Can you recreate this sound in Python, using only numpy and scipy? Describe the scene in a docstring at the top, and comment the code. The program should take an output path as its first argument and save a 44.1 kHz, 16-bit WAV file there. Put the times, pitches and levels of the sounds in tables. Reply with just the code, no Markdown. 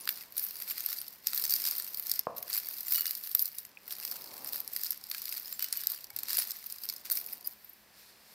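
"""A heap of chains, earrings and beads clicks in clumps as two hands rummage in it, then push it aside.
Small contacts crack and ring over a fine rustle; clear ones add a main ring, and some free pieces sing.
The heap drags on the cloth (shaped noise), one knock excites the table's modes and wrists press softly.
A small microphone with peaks near 5 and 13 kHz colours the contacts, in mono in a quiet room.
Only its faint noise hiss differs left and right."""
import sys
import numpy as np
from scipy import signal
from scipy.fft import rfft, irfft, next_fast_len
from scipy.io import wavfile

SR = 44100
rng = np.random.default_rng(int(sys.argv[2]) if len(sys.argv) > 2 else 0)


def to_linear_factor(level_db):
    """Convert decibel levels (scalar or array-like) to linear amplitude factors."""
    exponent = np.asarray(level_db, float) / 20
    return 10 ** exponent


def output_pcm(signal):
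    """Save a mono or channel-first signal as 16-bit PCM at the path in sys.argv[1].

    Samples are clipped to [-1, 1] before scaling.
    """
    pcm = np.clip(np.atleast_2d(signal).T, -1, 1) * 32767
    wavfile.write(sys.argv[1], SR, np.round(pcm).astype(np.int16))


N = 367794  # length in samples


def along(points, hz):
    """Reads a value between (Hz, value) points on a log frequency axis."""
    point_hz, value = np.transpose(points)
    return np.interp(np.log(hz + 1), np.log(point_hz + 1), value)


def filtered(x, response):
    """Multiplies the spectrum of x by a response, which may be complex."""
    size = next_fast_len(N + SR // 4)
    spectrum = rfft(x, size) * response(np.fft.rfftfreq(size, 1 / SR))
    return irfft(spectrum, size)[..., :N]


def noise(spectrum):
    """Coloured noise scaled to rms 1."""
    x = filtered(rng.standard_normal(N), lambda hz: to_linear_factor(along(spectrum, hz)))
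    return x / np.sqrt(np.mean(x ** 2) + 1e-20)


def placed(times, shapes):
    """Adds up one short shape per row, each at its own time in seconds."""
    start = np.round(np.asarray(times) * SR).astype(int)[:, None]
    at = start + np.arange(shapes.shape[1])
    return np.bincount(at.ravel(), shapes.ravel(), N + shapes.shape[1])[:N]


def dying(t60, seconds, rise):
    """Time axis and envelopes that rise fast, then fall by 60 dB in t60 seconds."""
    t = np.arange(int(seconds * SR)) / SR
    return t, (1 - np.exp(-t / rise)) * to_linear_factor(-60 * t / np.reshape(t60, (-1, 1)))


def tone(hz, t):
    """One sine per row."""
    return np.sin(2 * np.pi * hz[:, None] * t)


# Each swell of the rattle as a hand stirs the heap; the last rows only brush the cloth.
# Each row: peak time in seconds, strength in dB, build-up and settling in seconds per 20 dB
# (the sign is ignored), share of heavier pieces in dB.
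RATTLE_SWELLS = [(0.01, -51, 4.33, 0.42, 2), (.095, -36.5, -0.0051, 0.0316, 2.5),
                 (.21, -47.5, 0.27, 0.08, 3.5), (.392, -35.5, 0.04, 0.26, -2), (.6, -48.5, .3, 0.37, 1),
                 (.708, -37, 0.0822, 0.0365, 0.5), (.8, -42.5, 0.14, 0.052, 5), (.9, -41.5, 0.29, 0.23, 3),
                 (1.0, -47.5, 0.78, 0.3, -0.5), (1.268, -41.5, -0.02, 0.2244, 4.5),
                 (1.35, -38, 0.02, 0.345, 1), (1.444, -37.5, 0.1263, 0.1321, 1),
                 (1.505, -30, 0.01, 0.16, 0.5), (1.555, -33, 0.05, 0.0731, 0.5),
                 (1.681, -36, 0.27, 0.3324, 3), (1.951, -49.5, -0.32, 0.14, -3.5),
                 (2.04, -43.5, -0.4, 0.07, -9), (2.09, -42, -0.13, 0.1333, 3), (2.155, -36.5, 0.06, .05, 2),
                 (2.365, -46, -0.01, 0.13, -4), (2.48, -49, 0.0053, 0.14, -5),
                 (2.537, -38.5, 0.0846, 0.2047, 4), (2.588, -33, 0.0749, 0.0137, 0.5),
                 (2.65, -52.5, 0.01, 0.2, -3.5), (2.734, -42.5, 0.2462, 0.2136, -1.5),
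                 (2.794, -46.5, -0.1056, 0.71, 1.5), (2.943, -28.5, 0.0757, 0.13, 0.5),
                 (3.066, -35, 0.0119, 0.2012, 0), (3.243, -42, 0.04, 0.24, -2),
                 (3.31, -46, 0.09, 0.2, -2.5), (3.41, -31, .04, 0.0443, -4), (3.46, -42, .05, .1, 0),
                 (3.589, -46, 0.0861, 0.12, -2.5), (3.88, -53.5, 0.11, 0.36, 2),
                 (3.916, -37.5, 0.0218, 0.05, 4), (4.04, -45.5, 0.104, 0.236, 3.5),
                 (4.12, -45.5, 0.1329, 0.32, 2.5), (4.375, -49, 0.245, 0.51, 2),
                 (4.465, -45.5, 0.0837, 0.27, 3), (4.553, -39, -0.06, 0.1021, -0.5),
                 (4.775, -44, 0.13, -0.04, 1), (4.86, -38.5, 0.19, .11, 3), (4.94, -52, .04, .06, 2),
                 (5.05, -55, .015, .05, 2.5), (5.117, -45, .012, 0.4062, 5),
                 (5.276, -43.5, 0.0951, -0.07, -1), (5.383, -46.5, -0.58, 0.03, 3.5),
                 (5.53, -45, -0.52, -0.24, 1), (5.607, -44.5, 0.01, 0.19, 7.5),
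                 (5.735, -42, 0.01, 0.18, 4.5), (5.8, -46.5, -0.01, .1, 5.5),
                 (5.924, -40.5, 0.1331, .09, 2.5), (6.03, -53, .12, .05, 3.5), (6.166, -52, .005, 0.54, 6),
                 (6.305, -40, .06, 0.211, 7), (6.35, -36.5, .08, 0.0656, 5), (6.4, -31, 0.0479, 0.0663, 3),
                 (6.513, -48, 0.48, .5, 2.5), (6.715, -47, 0.17, 0.16, -1), (6.824, -44, 0.04, 0.12, -2),
                 (6.904, -46, 0.08, 0.1436, 3.5), (7.058, -44, -0.0179, 0.0634, 6),
                 (7.119, -32.5, 0.0155, 0.1566, -1.5), (7.326, -48.5, 0.19, 0.11, 2),
                 (7.452, -44, -0.0154, 0.1161, -4.5), (7.68, -57.5, 0.69, 0.42, 0.5),
                 (7.99, -57.5, -0.0955, 0.25, 7), (8.1, -63.5, 0.24, 0.09, 9.5),
                 (8.33, -58.5, 0.36, 12.5, 7)]
# How fine links, beads and heavy pieces answer a swell, one row per sort.
# Each row: level in dB for a swell of -45 dB, dB gained per dB of swell,
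# dB gained per dB of heavier share, level at rest in dB.
PIECE_SORTS = [(-45.5, 1, 0, -74.5), (-52, 0.88, 1, -73.5), (-59, 0.7579, 1.1086, -85.5)]


def stirring():
    """Level in dB of each sort of piece: swells build up, peak and settle, and add in power."""
    peak_s, db, build_s, settle_s, heavier_db = np.transpose(RATTLE_SWELLS)[..., None]
    coarse_s = np.arange(0, N / SR, 1 / 1000)
    build = (peak_s - coarse_s) / np.abs(build_s)
    settle = (coarse_s - peak_s) / np.abs(settle_s)
    swell_db = db - 20 * np.where(coarse_s < peak_s, build, settle)
    levels_db = []
    for mean_db, grows, share, rest_db in PIECE_SORTS:
        sort_db = mean_db + grows * (swell_db + 45) + share * heavier_db
        power = to_linear_factor(2 * sort_db).sum(axis=0) + to_linear_factor(2 * rest_db)
        levels_db.append(np.interp(np.arange(N) / SR, coarse_s, 10 * np.log10(power)))
    return levels_db


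# Colour of the contacts as the microphone hears them.
# Each row: frequency in Hz, level in dB.
MICROPHONE_COLOUR = [(590, -51.5), (1000, -29.5), (1310, -19), (2680, -16.5), (2870, -19.5), (3120, -19),
                     (4380, 1.5), (4990, 3.5), (6380, -5.5), (7970, -4), (9850, 2.5), (10800, 4),
                     (13200, 16.5), (15600, 10.5), (16500, -21.5)]


def band(x, low_hz, high_hz):
    """One band of contact sound in the microphone's colour; white noise keeps its level."""
    def shape(hz):
        edges = (1 + (low_hz / (hz + 1)) ** 12) * (1 + (hz / high_hz) ** 12)
        return to_linear_factor(along(MICROPHONE_COLOUR, hz)) / np.sqrt(edges)

    gain = np.sqrt(np.mean(shape(np.linspace(0, SR / 2, num=999)) ** 2))
    return filtered(x, shape) / gain


# The three bands of contact sound: treble, middle, low.
# Each row: lower edge in Hz, upper edge in Hz.
CONTACT_BANDS = [(9000, 17000), (3200, 9000), (750, 3200)]


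def struck(times, bands_db, longest_db, count=6):
    """Each struck piece sounds a few modes at once; most die quickly, the longer ones are weaker."""
    pitch, length, weakness = rng.random((len(times) * count, 3)).T
    hz = 1000 + 14800 * pitch ** 1.5
    which = np.sum(hz < np.transpose(CONTACT_BANDS)[0][:2, None], axis=0)  # 0 treble, 1 middle, 2 low
    level_db = np.repeat(bands_db, count, axis=1)[which, np.arange(len(hz))]
    # microphone colour relative to one reference pitch in each band
    reference_db = along(MICROPHONE_COLOUR, np.array([13200, 5000, 2000]))[which]
    colour_db = along(MICROPHONE_COLOUR, hz) - reference_db
    t, fade = dying(0.004 * to_linear_factor(longest_db * length ** 3), seconds=1 / 40, rise=0.0004)
    size = to_linear_factor(level_db + colour_db - 10 * weakness - 7 * length ** 3)
    return placed(np.repeat(times, count), size[:, None] * fade * tone(hz, t))


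# How far the ringing of small contacts stands over the level of their sort.
# The values are for links, beads and heavy pieces, in dB.
SMALL_RING_DB = [21, 18.5, 14]
# Steady rustle compared with the cracks, for the same three sorts, in dB.
STEADY_RUSTLE_DB = [-8.5, -6.5, -3]


def rattle(levels_db, count=1400):
    """Many small uneven contacts over a fine rustle: each cracks in all bands and rings its piece."""
    when, smallness, length = rng.random((count, 3)).T
    times = when * 7.55  # no contacts start after this second; the rustle goes on
    size_db = -4 * np.log(smallness + 0.05)
    colour_db = 4.5 * rng.standard_normal((count, 3))
    t, fade = dying(0.005 * to_linear_factor(8 * length), seconds=1 / 60, rise=0.0006)
    level_then_db = np.array(levels_db)[:, (times * SR).astype(int)]
    total = struck(times, level_then_db + size_db + np.c_[SMALL_RING_DB], longest_db=18)
    for k, (edges, rustle_db) in enumerate(zip(CONTACT_BANDS, STEADY_RUSTLE_DB)):
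        crack = to_linear_factor(size_db + colour_db[:, k])[:, None] * fade
        power = placed(times, crack ** 2)
        shaken = np.sqrt(power * to_linear_factor(-2 * rustle_db) + 1)  # the 1 is the steady rustle
        total = total + band(to_linear_factor(levels_db[k]) * shaken * rng.standard_normal(N), *edges)
    return total


# Clear single contacts, with levels before the gains in clinks().
# Each row: start in seconds, ring level in dB, ring pitch in Hz,
# middle crack and low crack, both in dB relative to the ring level.
CLEAR_CONTACTS = [(0.0546, -27.5, 14800, -12.5, -27), (0.0752, -16.5, 4534, -15, -15),
                  (0.0902, -15.5, 12960, -15, -16.5), (0.3231, -34, 14500, -20.5, -26),
                  (0.3675, -20, 12300, -22.5, -25), (0.3801, -14, 9765, -23.5, -30),
                  (0.4312, -21, 13570, -18, -25.5), (0.4865, -28.5, 13100, -18.5, -32.5),
                  (0.601, -23.5, 11650, -21, -22.5), (0.6212, -20, 12210, -18.5, -25),
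                  (0.6772, -23.5, 13300, -21.5, -21.5), (0.7086, -20, 14640, -30.5, -19.5),
                  (0.7801, -17.5, 12120, -20, -22), (0.8055, -16.5, 13000, -17.5, -27),
                  (0.8613, -12, 12500, -20, -34), (0.8879, -20.5, 13000, -17, -23.5),
                  (0.9281, -20, 12200, -14.5, -20.5), (1.0816, -25, 12900, -31, -41.5),
                  (1.27, -6, 12780, -18, -31.5), (1.3322, -16.5, 12530, -15.5, -16),
                  (1.3572, -24.5, 14800, -16.5, -29), (1.3763, -17, 13140, -12, -24),
                  (1.3971, -19.5, 15100, -17.5, -28.5), (1.4221, -19.5, 13160, -18, -33.5),
                  (1.4391, -13.5, 12020, -16, -30), (1.4516, -13, 15300, -17, -30),
                  (1.4776, -25.5, 13300, -17, -46.5), (1.496, -18.5, 12380, -11.5, -34),
                  (1.5075, -14.5, 13270, -11, -36), (1.5377, -15.5, 13230, -10.5, -32),
                  (1.5618, -19.5, 12600, -12, -27), (1.5993, -25, 14400, -13, -26),
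                  (1.6192, -14.5, 12570, -23, -40.5), (1.64, -22, 4880, -14.5, -25.5),
                  (1.6517, -17.5, 12670, -12, -21.5), (1.6726, -18, 4910, -10, -24),
                  (1.6859, -20, 13270, -13.5, -31.5), (1.7104, -17.5, 13340, -14.5, -38.5),
                  (1.7515, -26, 4520, -14, -26), (1.7685, -23.5, 13350, -21, -28.5),
                  (1.7818, -15.5, 13400, -28.5, -42), (1.8223, -23, 9100, -16.5, -36),
                  (1.945, -22, 14650, -14.5, -33.5), (1.9968, -19, 15200, -26.5, -28.5),
                  (2.0683, -19.5, 12800, -16.5, -31), (2.0956, -16.5, 13100, -15.5, -32.5),
                  (2.1149, -14, 13030, -13, -33.5), (2.1374, -20.5, 14600, -15.5, -22),
                  (2.1922, -7.5, 13250, -20.5, -34.5), (2.3694, -31, 12100, -21.5, -22),
                  (2.3815, -19.5, 11800, -19, -26), (2.4266, -21, 12900, -24, -30),
                  (2.5296, -19, 4496, -10.5, -36), (2.5473, -18, 14500, -15.5, -25.5),
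                  (2.576, -17, 14700, -30, -28), (2.6869, -17.5, 14600, -22, -32),
                  (2.7097, -28, 14500, -19.5, -22), (2.7834, -25, 12800, -17, -26.5),
                  (2.806, -22.5, 12800, -21, -35.5), (2.8822, -17, 13350, -22.5, -26),
                  (2.9237, -13, 13400, -15.5, -25.5), (2.9583, -11, 13630, -16, -27.5),
                  (2.9807, -14.5, 15100, -21, -22), (3.0081, -10, 14520, -26.5, -32.5),
                  (3.056, -18, 12900, -12.5, -19), (3.1088, -11, 13100, -21.5, -30.5),
                  (3.1511, -18, 12700, -16.5, -32), (3.1737, -26, 14300, -18.5, -24.5),
                  (3.237, -24, 12900, -17, -28), (3.3138, -27, 13200, -15.5, -21.5),
                  (3.3493, -5, 12050, -27, -33.5), (3.3933, -9.5, 12990, -17.5, -41.5),
                  (3.4227, -12, 13700, -29.5, -44.5), (3.4556, -19.5, 13210, -15, -38.5),
                  (3.584, -19.5, 10100, -16, -39), (3.6505, -31, 14400, -10.5, -18),
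                  (3.8788, -27.5, 12820, -23, -23.5), (3.9074, -26.5, 14600, -13.5, -13.5),
                  (3.9236, -21, 14800, -30, -27.5), (3.9996, -32.5, 13120, -9.5, -20),
                  (4.0335, -30.5, 4800, -10.5, -17.5), (4.0498, -23, 14500, -12, -24),
                  (4.1133, -21, 14300, -14, -39), (4.2416, -30, 12600, -14.5, -32.5),
                  (4.4454, -22.5, 11100, -25, -29), (4.4741, -25, 13770, -22.5, -30.5),
                  (4.532, -17, 15300, -16, -31.5), (4.6028, -15.5, 12800, -29.5, -33.5),
                  (4.6765, -24.5, 9950, -15, -30), (4.7345, -22.5, 13200, -23.5, -47.5),
                  (4.7629, -19, 13900, -13.5, -29), (4.813, -25.5, 13900, -15.5, -29),
                  (4.8344, -17, 13360, -16, -29.5), (4.8634, -21.5, 12330, -13.5, -32.5),
                  (4.9062, -10, 12760, -26, -49), (4.9199, -20.5, 13300, -19.5, -38.5),
                  (4.9756, -28.5, 12700, -26.5, -41.5), (5.0388, -32, 4990, -9.5, -28),
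                  (5.0995, -27.5, 13200, -17.5, -34.5), (5.1138, -16, 4405, -17, -19.5),
                  (5.1468, -25, 12500, -11, -11), (5.1813, -26.5, 12900, -16, -31.5),
                  (5.255, -18, 12800, -17.5, -37), (5.2919, -21, 12930, -15, -31),
                  (5.3242, -22, 13200, -16.5, -20.5), (5.3787, -25.5, 15260, -12.5, -24),
                  (5.5256, -22, 13500, -19.5, -24.5), (5.5935, -22, 15100, -14, -19.5),
                  (5.624, -20.5, 13800, -15.5, -21.5), (5.6429, -19, 13550, -14, -22.5),
                  (5.726, -14.5, 9980, -15, -31), (5.7717, -14, 13600, -18.5, -36.5),
                  (5.8139, -24, 13500, -16, -25.5), (5.8358, -21, 13160, -16, -19.5),
                  (5.8699, -10, 13430, -17.5, -29), (5.9, -18.5, 14300, -19, -28),
                  (6.0425, -30.5, 13100, -9, -29), (6.1028, -35, 11700, -12, -15.5),
                  (6.1629, -19, 12630, -17, -29), (6.188, -19.5, 13540, -15.5, -33),
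                  (6.2328, -21, 14100, -15, -23.5), (6.2838, -24.5, 11400, -13, -17.5),
                  (6.3031, -22, 13700, -13, -22.5), (6.3306, -15.5, 13700, -17.5, -28),
                  (6.3697, -16.5, 10830, -16, -24), (6.383, -13, 4636, -20.5, -19.5),
                  (6.3876, -7, 13400, -20.5, -34), (6.4208, -20.5, 5060, -14.5, -22),
                  (6.5069, -24, 14200, -11.5, -35.5), (6.5167, -25, 4953, -10, -38.5),
                  (6.6641, -29.5, 12720, -16.5, -32.5), (6.7, -27, 13000, -12.5, -35.5),
                  (6.7234, -23, 11000, -16, -43), (6.7837, -31, 4940, -11, -30),
                  (6.8359, -27, 4950, -9, -34), (6.8888, -19.5, 5290, -11, -38),
                  (6.8979, -18.5, 4594, -14, -41), (6.9629, -31, 5080, -13.5, -37.5),
                  (7.0536, -32, 15540, -9.5, -19), (7.0996, -18, 11700, -14, -23),
                  (7.1114, -21.5, 13600, -17.5, -38), (7.1203, -18.5, 13300, -20.5, -31),
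                  (7.1715, -19.5, 13080, -12, -25.5), (7.213, -21.5, 13440, -25, -24),
                  (7.4729, -11, 12060, -31, -48.5)]
# Side modes over the crack level of each clear contact: treble, middle and low, in dB.
SIDE_MODES_DB = [9.5, 8.5, 5.5]


def clinks():
    """Each clear contact has a main ring, a few side modes and a crack of noise in three bands."""
    s, db, hz, middle_db, low_db = np.transpose(CLEAR_CONTACTS)
    treble_db = -32.5 + 0.696 * (db + 20.5)  # the treble crack grows more slowly than the ring
    crack_db = np.array([treble_db, db + middle_db, db + low_db])
    t, fade = dying(0.00737 * to_linear_factor(7.03 * rng.random(len(s))), seconds=1 / 30, rise=0.000558)
    total = placed(s, to_linear_factor(db - 2.5)[:, None] * fade * tone(hz, t))
    total += struck(s, crack_db + np.c_[SIDE_MODES_DB], longest_db=26)
    for edges, level_db in zip(CONTACT_BANDS, crack_db):
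        bursts = to_linear_factor(level_db + 8)[:, None] * fade * rng.standard_normal(fade.shape)
        total = total + band(placed(s, bursts), *edges)
    return total


# Pieces that hang free and sing.
# Each row: start in seconds, pitch in Hz, level in dB, time to fall by 60 dB in seconds.
FREE_PIECES = [(0.008, 10400, -38, 0.07), (0.113, 14964, -36, 0.133), (1.002, 9410, -32.5, 0.0273),
               (2.86, 7180, -44, 0.12), (2.92, 15052, -24.5, 0.124), (2.95, 2943, -35.5, 0.072),
               (2.979, 2920, -45, 0.28), (2.985, 7190, -41, 0.134), (2.987, 4450, -34, 0.091),
               (3.065, 2900, -44.5, 0.178), (3.586, 10300, -36, 0.035), (3.772, 2500, -31.5, 0.013),
               (4.063, 14380, -39, 0.54), (4.173, 14400, -49.5, .3), (4.574, 15507, -34.5, 0.052),
               (4.785, 15484, -44.5, 0.06), (5.537, 7440, -37.5, 0.05), (5.597, 3000, -48, 0.2),
               (5.645, 2980, -50, .2), (5.623, 13600, -29.5, 0.123), (5.645, 15128, -38.5, 0.085),
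               (5.771, 13630, -30.5, 0.077), (5.775, 4565, -47, 0.107), (5.775, 2950, -52, 0.15),
               (6.036, 14400, -46, 0.13), (6.102, 2246, -53.5, 0.126), (6.11, 822, -55, 0.104),
               (6.385, 672, -39.5, 0.029), (6.388, 10070, -24, 0.08), (7.098, 11701, -44.5, 0.045),
               (7.111, 4383, -31.5, 0.0406), (7.446, 4918, -39.5, 0.066), (7.445, 9800, -45.5, 0.103),
               (7.645, 13200, -36.5, 0.026), (7.694, 13520, -37, 0.03), (7.732, 12840, -41, 0.0276)]


def rings():
    """Free pieces hold one clean mode until they touch the heap again."""
    s, hz, db, t60 = np.transpose(FREE_PIECES)
    t, fade = dying(t60, seconds=1 / 7, rise=0.000506)
    free = 1 / (1 + (t / 0.09) ** 12)  # cut off around 90 ms
    return placed(s, to_linear_factor(db)[:, None] * fade * free * tone(hz, t))


# The heap drags on the cloth.
# Each row: time in seconds, level in dB.
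DRAG_LEVEL = [(0.0, -63.5), (0.37, -68), (0.69, -65.5), (1.28, -69.5), (1.44, -62), (2.28, -68.5),
              (2.44, -66), (2.65, -65.5), (3.55, -72.5), (3.97, -64.5), (4.16, -60), (4.44, -56),
              (4.83, -68.5), (6.15, -68.5), (6.27, -62.5), (6.69, -70.5), (7.29, -62.5), (7.62, -71.5),
              (8.34, -67.5)]
# Colour of the dragging.
# Each row: frequency in Hz, relative level in dB per Hz.
DRAG_COLOUR = [(40, -34), (120, -6.5), (250, -1), (600, -0.5), (1100, -0.5), (2000, -30.5)]


def drag():
    """Rubbing on cloth is a coloured noise that swells and sinks."""
    s, db = np.transpose(DRAG_LEVEL)
    return to_linear_factor(np.interp(np.arange(N) / SR, s, db)) * noise(DRAG_COLOUR)


# A knuckle on the table.
# Each row: start in seconds, strength in dB before the gain in knock().
KNUCKLE = [(2.269, -17)]
# Broad modes of the table top.
# Each row: centre in Hz, width in Hz, level in dB.
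TABLE_MODES = [(153, 215, -9.5), (492.2, 71.7, 2.5), (666, 132.5, 2.5), (1107, 134, 2), (1680, 310, -16.5),
               (2500, 510, -23)]


def knock():
    """A soft, short blow excites the broad modes of the table top."""
    start_s, strength_db = KNUCKLE[0]
    blow = placed([start_s], to_linear_factor(strength_db + 10.5) * np.hanning(18)[None])

    def response(f):
        total = 0
        for k, (centre, width, db) in enumerate(TABLE_MODES):
            damping = 1j * f * width
            mode = damping / (centre * centre - f * f + damping)
            total = total + (-1) ** k * to_linear_factor(db) * mode  # neighbours have opposite signs
        return total * (1j * f / (65 + 1j * f)) ** 2  # thins the sound below 65 Hz

    return -filtered(blow, response)


# Wrists lean on the table.
# Each row: start in seconds, pitch in Hz, level in dB.
WRISTS = [(.39, 52, -66), (1.34, 52, -68), (6.13, 105, -59), (6.15, 55, -64)]


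def bumps():
    """Soft low pushes through the table are short, fading sines."""
    s, hz, db = np.transpose(WRISTS)
    t, fade = dying(np.full(len(s), 0.25), seconds=1 / 4, rise=0.0072)
    return placed(s, to_linear_factor(db)[:, None] * fade * tone(hz, t))


# How long the room's answer lasts.
# Each row: frequency in Hz, time to fall by 60 dB in seconds.
ROOM_DECAY = [(150, 0.67), (600, 0.73), (1500, 0.534), (5000, 0.352), (14000, 0.029)]


def room(x):
    """The room answers with a noise tail in which each frequency dies at its own speed."""
    hz, t, z = signal.stft(rng.standard_normal(SR // 2), SR, nperseg=256)
    dying_z = z * to_linear_factor(-60 * t / along(ROOM_DECAY, hz)[:, None])
    tail = signal.istft(dying_z, SR, nperseg=256)[1]
    late = np.pad(x, (200, 0))  # delay in samples
    return signal.fftconvolve(late, tail / np.linalg.norm(tail))[:N]


# Room tone, with a hump near 210 Hz for mains hum.
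# Each row: frequency in Hz, relative level in dB per Hz.
AIR_COLOUR = [(20, -23.5), (42, 0), (50, 1), (60, 1.5), (180, -0.5), (210, 10), (240, -5.5), (600, -14),
              (1800, 2), (3000, -3), (16000, -19.5)]


def air():
    """The quiet room is a steady coloured noise."""
    return to_linear_factor(-66) * noise(AIR_COLOUR)


# Colour of the microphone's hiss.
# Each row: frequency in Hz, relative level in dB per Hz.
HISS_COLOUR = [(30, -13), (200, -3), (700, 1), (2000, -7), (6000, -4.5), (16000, -6.5)]


def hiss():
    """Microphone hiss is a faint noise, drawn separately for left and right."""
    return to_linear_factor(-71.5) * np.array([noise(HISS_COLOUR), noise(HISS_COLOUR)])


def scene():
    """Heap, table and room tone, alike in both channels."""
    heap = to_linear_factor(-3.5) * rattle(stirring()) + clinks() + rings()
    near = heap + to_linear_factor(-20) * room(heap)
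    blow = knock()
    table = blow + to_linear_factor(-11.5) * room(blow) + bumps() + drag()
    mono = near + table + air()
    return np.array([mono, mono])


def top_cut(x):
    """Nothing passes above the cut-off."""
    return signal.sosfilt(signal.butter(12, 16960, fs=SR, output="sos"), x)


def record(dry):
    """Adds the hiss, then a steep low-pass removes the highest treble."""
    top_hz = 15865
    mix = filtered(dry + hiss(), lambda hz: 1 / (1 + (hz / top_hz) ** 90))
    return top_cut(mix)


dry = scene()
out = record(dry)
output_pcm(out)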